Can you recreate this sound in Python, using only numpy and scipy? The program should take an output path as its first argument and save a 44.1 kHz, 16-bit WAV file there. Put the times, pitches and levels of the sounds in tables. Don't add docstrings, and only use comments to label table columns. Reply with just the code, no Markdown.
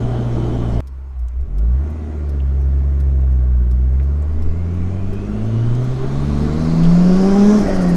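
import sys
import numpy as np
from scipy import signal
from scipy.io import wavfile
from scipy.ndimage import uniform_filter1d

SR = 44100
rng = np.random.default_rng(int(sys.argv[2]) if len(sys.argv) > 2 else 0)


def to_wav(s):
    ch = np.atleast_2d(s).T
    pcm = np.round(np.clip(ch, -1, 1) * 32767)
    wavfile.write(sys.argv[1], SR, pcm.astype(np.int16))


N = 351036

# frequency in Hz, density in dB per Hz.
HISS_COLOUR = [(500, 0.5), (5000, -1), (12000, -2.5), (16000, -9.5)]
HISS_DB = -75
EDGE_HZ = 15350
CEILING = .95
CUT_S = .8053

# time in seconds, centre in Hz, level in dB.
FAR_VEHICLE = [(.81, 1000, -68), (1.0, 890, -61), (1.15, 770, -57), (1.3, 650, -59), (1.45, 600, -80)]
# centre in Hz, nominal width in Hz, level in dB.
TYRE_ROAR = (730, 450, -39.5)
# frequency in Hz, density in dB per Hz.
BUFFET_COLOUR = [(5, -12), (11, -3), (17, 0), (21, -8), (26, -24), (45, -29), (80, -34), (200, -60)]
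# time in seconds, level in dB.
CRUISE_WIND = [(0.0, -18), (0.076, -21), (0.222, -36), (0.248, -26), (0.8, -25)]
PULL_WIND = [(0.85, -44), (1.19, -43), (1.38, -29), (2.06, -52), (2.31, -32), (3.01, -48), (3.24, -29.5),
             (3.82, -38), (3.9, -24), (4.02, -39), (4.41, -14.5), (4.71, -27), (4.85, -16.5), (5.6, -36),
             (5.78, -20), (7.5, -20), (7.74, -26), (7.96, -17)]

# start in seconds, level in dB, pitch in Hz,
# spread as a share of pitch, time for the burst to fall 60 dB in seconds.
TRIM_TAPS = [(1.2835, -47, 5500, 0.91, 0.026), (1.4112, -54.5, 6000, 1.4, 0.015),
             (2.402, -39.5, 2880, 0.32, 0.04), (3.2095, -57, 5865, 1.01, 0.032),
             (3.9316, -56, 7033, 0.96, .02), (3.998, -37.5, 1794, 0.49, 0.058),
             (4.2222, -50, 7500, 0.38, .06), (5.75, -40, 4518, 1.113, .04),
             (6.834, -31, 3487, 1.035, 0.059), (6.851, -32, 3010, 0.43, 0.047)]
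# frequency in Hz, width in Hz, level in dB.
RELAY_RING = [(2410, 250, -10), (3600, 500, -3.5), (5200, 400, 7), (8200, 250, -8.5), (9300, 200, -21.5),
              (10900, 200, -8), (12900, 200, -16), (14500, 200, -14.5)]
RELAY_START_S, RELAY_PERIOD_S, RELAY_HOLD_S, RELAY_TICKS = .8703, .7099, .3205, 15
PULL_IN_DB, LET_GO_DB, LET_GO_HZ = -52.5, -61, 7500.

# middle in seconds, peak in dB, bell half length (one sigma) in seconds.
VALVE_PUFFS = [(7.603, -50, .014), (7.688, -52, .011), (7.758, -50, .014), (7.827, -47, .012),
               (7.898, -47, .012), (7.962, -47, .012)]
# frequency in Hz, density in dB per Hz.
PUFF_COLOUR = [(3000, -32), (6500, 5), (7000, -5), (8300, -6), (9200, 3), (9800, -12), (10500, -6),
               (12000, -16), (16000, -17)]

# frequency in Hz, density in dB per Hz.
ROAR_COLOUR = [(20, -23), (45, 2), (100, -8), (220, 1.5), (280, -3), (400, -2.5), (500, -14.5), (630, -10),
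               (900, -24.5), (1600, -60.5), (3000, -71)]
CLATTER_COLOUR = [(500, -12), (850, -2), (1000, -0.5), (1150, 0), (1300, -2.5), (1450, -3), (1750, -12.5),
                  (2000, -8.5), (2700, -14.5), (5000, -37), (16000, -58.5)]
AIRFLOW_COLOUR = [(1500, -11.5), (2600, -13.5), (3100, -0.5), (3700, -0.5), (5000, -2), (6400, -2),
                  (8000, -8), (9200, -10.5), (10500, -16), (12500, -20), (16000, -31.5)]
# dB at 100 firings a second, dB more per octave of revs,
# dB at rest, dB step once the throttle shuts.
ROAR_GROWTH = (-38.5, 9, -69, -1)
CLATTER_GROWTH = (-46, 11.5, -59, 0.5)
FLOW_GROWTH = (-57.5, 14, -74, -2)
RUMBLE_GROWTH = (-38.5, 6.5, -70, 5)
RUMBLE_HZ = 140.
CRUISE_ROAR_DB = 4
BITE_S, BITE_RISE_S, UNLOADED_DB = 1.316, 0.037, -7

# frequency in Hz, width in Hz, level in dB.
BAY_RING = [(1138, 23, -3), (1424, 26, -4.5), (1628, 21, -2), (1770, 50, -0.5), (2060, 34, -13),
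            (3075, 46, -13.5), (4220, 78, -6.5), (5370, 54, -8.5), (6200, 44, -10), (6590, 48, -5),
            (7740, 55, -5), (9100, 66, -3)]
# multiple of firing rate, width as a share of pitch, dB.
BLOWER_RUSH = (27.8, 0.26, 0.72)
# multiple of firing rate, width as a share of pitch, dB.
BLOWER_WHINE = [(25.4, .025, -4.5), (26.7, .04, -8), (16, .06, -16), (32.5, .06, -13)]
# frequency in Hz, gain in dB.
WHINE_TO_SEAT = [(500, -6), (1800, -4), (2400, 0), (3200, 0), (4200, -4), (5000, -10), (9000, -14)]
# time in seconds, level in dB.
CRUISE_WHINE = [(0, 1), (.8, 2)]
PULL_WHINE = [(.8, 3), (2.3, 7), (3.9, 10), (4.1, 1), (4.5, 6.5), (5.2, 4.5), (5.8, -2.5), (6.1, -8),
              (6.9, 0.5), (7.41, 6), (7.96, 2)]

# multiple of firing rate, dB against the roar.
EXHAUST_RASP = [(2.5, -14.5), (3.5, -21), (4.5, -23), (5, -17), (5.5, -26.5), (6, -21), (7, -23), (8, -22)]
# frequency in Hz, gain in dB.
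RASP_TO_SEAT = [(300, -1), (700, -2), (900, -2.5), (1100, 4.5), (1300, -8.5), (1600, 2), (2200, -10)]
# frequency in Hz, nominal width in Hz, level in dB.
PIPE_BURBLE = [(590, 330, -31), (1480, 190, -50), (1880, 170, -45.5)]
# middle in seconds, swell in dB, half length in seconds.
BURBLE_SWELL = (7.69, 7, .03)
LIFT_S = 7.595

# time in seconds, firing rate in Hz.
CRUISE_REVS = [(0.0, 118.6), (0.15, 119.7), (0.45, 119.2), (0.62, 118), (0.7, 115.8), (0.807, 114.6)]
PULL_REVS = [(.806, 33), (1.12, 33), (1.24, 29.15), (1.4, 31.2), (1.46, 37.4), (1.6, 51.9), (1.729, 62),
             (1.86, 75), (1.93, 77.1), (2.05, 76.9), (2.449, 67.56), (2.65, 67.1), (2.95, 69),
             (3.249, 64.76), (3.65, 60.16), (3.851, 62.37), (4.13, 70.8), (4.75, 87.7), (5.25, 100.6),
             (5.5, 111), (6.0, 130.7), (6.251, 142.3), (6.5, 149.8), (6.63, 160), (6.88, 169), (7.25, 192),
             (7.53, 210), (7.58, 209.8), (7.66, 195.1), (7.72, 192.8), (7.84, 178.8), (7.96, 173)]
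# time in seconds, strength of the firing in dB,
# extra strength of the half orders from uneven cylinders in dB.
CRUISE_EFFORT = [(0.0, -6.7, 5.2), (0.6, -7.8, 10.8), (0.807, -4.5, 14.8)]
PULL_EFFORT = [(0.806, -3.4, -14), (1.42, -5.6, -6), (1.52, -0.7, -12.5), (2.1, -5.4, -1.5),
               (2.9, -1.7, -8), (3.9, -3.1, -18), (4.75, 4.2, -15), (5.3, 6, -3), (5.6, 0.8, -5),
               (6.0, -12, 4.2), (6.3, -3.7, 15.7), (6.649, 3.3, 9.8), (6.9, 10, -8), (7.25, 9.8, -4.5),
               (7.4, 8.8, -8), (7.55, 7.2, -3), (7.62, 1.2, 10.8), (7.75, 0.2, 7.6), (7.85, 5.8, 2.2),
               (7.96, 6, -9)]
# middle in seconds, swell in dB, half length in seconds.
CLUTCH_SHUDDERS = [(1.232, 9.8, .049), (1.403, 11.5, .049)]
# multiples of the firing rate, then the level of each in dB.
ENGINE_ORDERS = (.5, 1, 1.5, 2, 3, 4)
ENGINE_ORDERS_DB = (-27.0, -10.0, -30.2, -23.6, -31.1, -44.5)
# frequency in Hz, width in Hz, level in dB.
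CABIN_MODES = [(50.0, 17.4, -2.5), (65.7, 14.4, -1.5), (118.8, 37.4, 11.9), (127.4, 46.6, 15.7),
               (141.0, 42.1, 9.2), (174.4, 31.1, -9.3), (205.2, 15.2, -4.2), (256.5, 40.5, -2.7),
               (324.2, 21.2, -18.3), (378.8, 31.7, -9.8), (417.5, 10.8, -3.9)]
# frequency in Hz, width in Hz, level in dB.
TAILPIPE_MODES = [(128, 14, -3), (178, 14, 0), (231, 8, -4), (348, 33, -7), (390.4, 9, 5.5), (458.5, 20, 0),
                  (548, 60, -5), (790, 50, 10)]
TAILPIPE_SHARE = .34
MOUNTS_HZ = 38.


def gain_of(db):
    return 10 ** (np.asarray(db) / 20)


def evened(x):
    return x / np.sqrt(np.mean(x ** 2) + 1e-20)


def curve(t, points):
    return np.interp(t, *np.transpose(points))


def read(points, hz):
    f, value = np.transpose(points)
    return np.interp(np.log(hz + 1), np.log(f + 1), value, right=-200)


def bell(t, middle, half):
    return np.exp(-((t - middle) / half) ** 2)


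def resonate(x, hz, width):
    r = np.exp(-np.pi * width / SR)
    return 2 * signal.lfilter([1 - r], [1, -r * np.exp(2j * np.pi * hz / SR)], x).real


def modes(table, hz):
    grid = np.arange(1000.)
    response = sum((-1) ** k * gain_of(db) / (1 + 2j * (grid - f) / w)
                   for k, (f, w, db) in enumerate(table))
    return np.interp(hz, grid, abs(response))


def noise(t, spectrum, patchy_db, size=1024):
    frames, hz = len(t) * 4 // size + 5, np.fft.rfftfreq(size, 1 / SR)[:, None]
    a, b, patches = rng.standard_normal((frames, len(hz), 3)).T
    patches = uniform_filter1d(patches, size=10, axis=0)
    patches = evened(uniform_filter1d(patches, size=10, axis=1))
    z = (a + 1j * b) * gain_of(read(spectrum, hz) + patchy_db * patches)
    return evened(signal.istft(z, nperseg=size, noverlap=size * 3 // 4)[1][:len(t)])


def band(t, hz, width):
    r = np.exp(-np.pi * width / SR)
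    slow = signal.lfilter([1], [1, -2 * r, r * r], rng.standard_normal((len(t), 2)), axis=0)
    turn = 2 * np.pi * np.cumsum(hz * np.ones(len(t))) / SR
    return evened(slow[:, 0] * np.cos(turn) + slow[:, 1] * np.sin(turn))


def wander(t, hz):
    step = 64
    slow = signal.lfilter(*signal.butter(2, 2 * hz * step / SR), rng.standard_normal(len(t) // step + 2))
    return np.interp(np.arange(len(t)) / step, np.arange(len(slow)), evened(slow))


def law(hz, shut, at_db, octave_db, rest_db, shut_db):
    growing = gain_of(at_db + octave_db * np.log2(hz / 100) + shut_db * shut)
    return np.hypot(growing, gain_of(rest_db))


def add(mix, s, sound):
    part = mix[round(s * SR):][:len(sound)]
    part += sound[:len(part)]


def far_vehicle(t):
    s, hz, db = np.transpose(FAR_VEHICLE)
    return gain_of(np.interp(t, s, db, right=-200)) * band(t, np.interp(t, s, hz), 120.)


def tyres(t):
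    hz, width, db = TYRE_ROAR
    return gain_of(db) * band(t, hz, width)


def wind_buffet(t, wind):
    gust = gain_of(curve(t, wind) + 1.5 * wander(t, 6.))
    return gust * noise(t, BUFFET_COLOUR, patchy_db=2.0, size=8192)


def trim_taps():
    out, t = np.zeros(N), np.arange(3000) / SR
    for s, db, hz, spread, t60 in TRIM_TAPS:
        burst = rng.standard_normal(len(t)) * gain_of(-60 * t / t60)
        ring = resonate(resonate(burst, hz, spread * hz), hz, spread * hz)
        add(out, s, gain_of(db - 5.) * ring / np.std(ring[:150]))
    return out


def indicator_relay():
    out, t = np.zeros(N), np.arange(3000) / SR
    for tick in range(RELAY_TICKS):
        lets_go = tick % 2
        chatter = rng.standard_normal(len(t)) * gain_of(-60 * t / 0.054)
        chatter *= 1 + .8 * bell(t, .012, .002)
        chatter *= np.minimum(t / .003, 1)
        ring = sum(gain_of(db) * resonate(chatter, f, w) / np.sqrt(w) for f, w, db in RELAY_RING)
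        ring += gain_of(-30.5) * resonate(chatter, 4500., 8000.)
        if lets_go:
            ring = signal.lfilter(*signal.butter(2, 2 * LET_GO_HZ / SR, "high"), ring)
        start = RELAY_START_S + tick // 2 * RELAY_PERIOD_S + lets_go * RELAY_HOLD_S
        level = gain_of(LET_GO_DB if lets_go else PULL_IN_DB)
        add(out, start, level * ring / np.std(ring[:300]))
    return out


def bypass_valve():
    t = np.arange(N) / SR
    swell = sum(gain_of(db) * np.exp(-.5 * ((t - s) / half) ** 2) for s, db, half in VALVE_PUFFS)
    return gain_of(3.0) * swell * noise(t, PUFF_COLOUR, patchy_db=0.5, size=256)


def engine_bay(t, hz, beat, clatter, flow):
    multiple, share, rush_db = BLOWER_RUSH
    bay = clatter * noise(t, CLATTER_COLOUR, patchy_db=1.04) * (1 + 0.067 * beat)
    bay += flow * noise(t, AIRFLOW_COLOUR, patchy_db=2.0) * (1 + 0.066 * beat)
    rush = band(t, multiple * hz, share * multiple * hz.max())
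    bay += flow * (hz / 200.0) ** 0.65 * gain_of(rush_db) * rush
    return bay + sum(gain_of(db) * resonate(bay, f, w) for f, w, db in BAY_RING)


def blower_whine(t, hz, flow, whine_db):
    tones = sum(gain_of(db + read(WHINE_TO_SEAT, k * hz) + 1.5 * wander(t, 7.7))
                * band(t, k * hz, w * k * hz.mean()) for k, w, db in BLOWER_WHINE)
    return flow * gain_of(curve(t, whine_db)) * tones


def roar_and_rumble(t, beat, roar, rumble):
    air = gain_of(8.) * noise(t, ROAR_COLOUR, patchy_db=1.2, size=2048) * (1 + .18 * beat)
    low = signal.filtfilt(*signal.butter(2, 2 * RUMBLE_HZ / SR), air)
    return roar * (air - low) + rumble * low


def exhaust_rasp(t, hz, turns, shut, roar):
    load = (1 - shut) * (hz / 110.0) ** 1.2
    tones = sum(gain_of(db + read(RASP_TO_SEAT, k * hz) + 3. * wander(t, 10.))
                * np.sin(2 * np.pi * (k * turns + rng.random())) for k, db in EXHAUST_RASP)
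    return roar * load * tones


def pipe_burble(t, shut):
    middle, swell_db, half = BURBLE_SWELL
    level = gain_of(1.2 * wander(t, 30.) + swell_db * bell(t, middle, half))
    return shut * level * sum(gain_of(db) * band(t, f, w) for f, w, db in PIPE_BURBLE)


def engine_orders(t, hz, turns, effort):
    s, firing_db, uneven_db = np.transpose(effort)
    shudder = sum(gain_of(db) ** 2 * bell(t, at, half) for at, db, half in CLUTCH_SHUDDERS)
    push = gain_of(np.interp(t, s, firing_db)) * np.sqrt(1 + shudder)
    uneven = gain_of(np.interp(t, s, uneven_db))
    out = np.zeros(len(t))
    for k, db in zip(ENGINE_ORDERS, ENGINE_ORDERS_DB):
        by_cabin = k < 3
        level = np.sqrt(2) * gain_of(db + (0.66 if by_cabin else 2.5) * wander(t, 23.0))
        if k % 1:
            level = level * uneven
        if by_cabin:
            mounts = 1 / np.sqrt(1 + (MOUNTS_HZ / (k * hz)) ** 8)
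            path = push * modes(CABIN_MODES, k * hz) * mounts
        else:
            path = push ** TAILPIPE_SHARE * modes(TAILPIPE_MODES, k * hz)
        out -= level * path * np.cos(2 * np.pi * k * turns)
    return out


def drive(t, revs, effort, wind, whine_db, road_db):
    hz = curve(t, revs)
    turns = np.cumsum(hz * (1 + 0.0059 * wander(t, 25.))) / SR
    beat = np.cos(2 * np.pi * turns)
    shut = np.clip((t - LIFT_S) / 0.015, 0, 1)
    roar = law(hz, shut, *ROAR_GROWTH) * gain_of(road_db)
    rumble = law(hz, shut, *RUMBLE_GROWTH) * gain_of(road_db)
    clatter = law(hz, shut, *CLATTER_GROWTH)
    flow = law(hz, shut, *FLOW_GROWTH)
    out = wind_buffet(t, wind)
    out += engine_bay(t, hz, beat, clatter, flow)
    out += blower_whine(t, hz, flow, whine_db)
    out += roar_and_rumble(t, beat, roar, rumble)
    out += exhaust_rasp(t, hz, turns, shut, roar)
    out += pipe_burble(t, shut)
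    return out + engine_orders(t, hz, turns, effort)


def scene():
    t, cut = np.arange(N) / SR, round(CUT_S * SR)
    before, after = t[:cut], t[cut:]
    cruise = drive(before, CRUISE_REVS, CRUISE_EFFORT, CRUISE_WIND, CRUISE_WHINE, CRUISE_ROAR_DB)
    cruise += tyres(before)
    cruise *= np.clip(np.minimum(before / .005, (CUT_S - before) / .00012), 0, 1)
    unloaded_db = UNLOADED_DB * np.clip((BITE_S - after) / BITE_RISE_S + 1, 0, 1)
    pull = drive(after, PULL_REVS, PULL_EFFORT, PULL_WIND, PULL_WHINE, unloaded_db)
    pull += far_vehicle(after)
    return (np.r_[cruise, pull] + trim_taps() + indicator_relay() + bypass_valve())[None]


def record(dry):
    wet = dry + gain_of(HISS_DB) * noise(np.arange(N), HISS_COLOUR, patchy_db=4.5)
    wet = wet / (1 + (wet / CEILING) ** 6) ** (1 / 6)
    lowpass = signal.firwin(511, EDGE_HZ, window=("kaiser", 9), fs=SR)
    return signal.oaconvolve(wet, lowpass[None], "same")


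dry = scene()
out = record(dry)
to_wav(out)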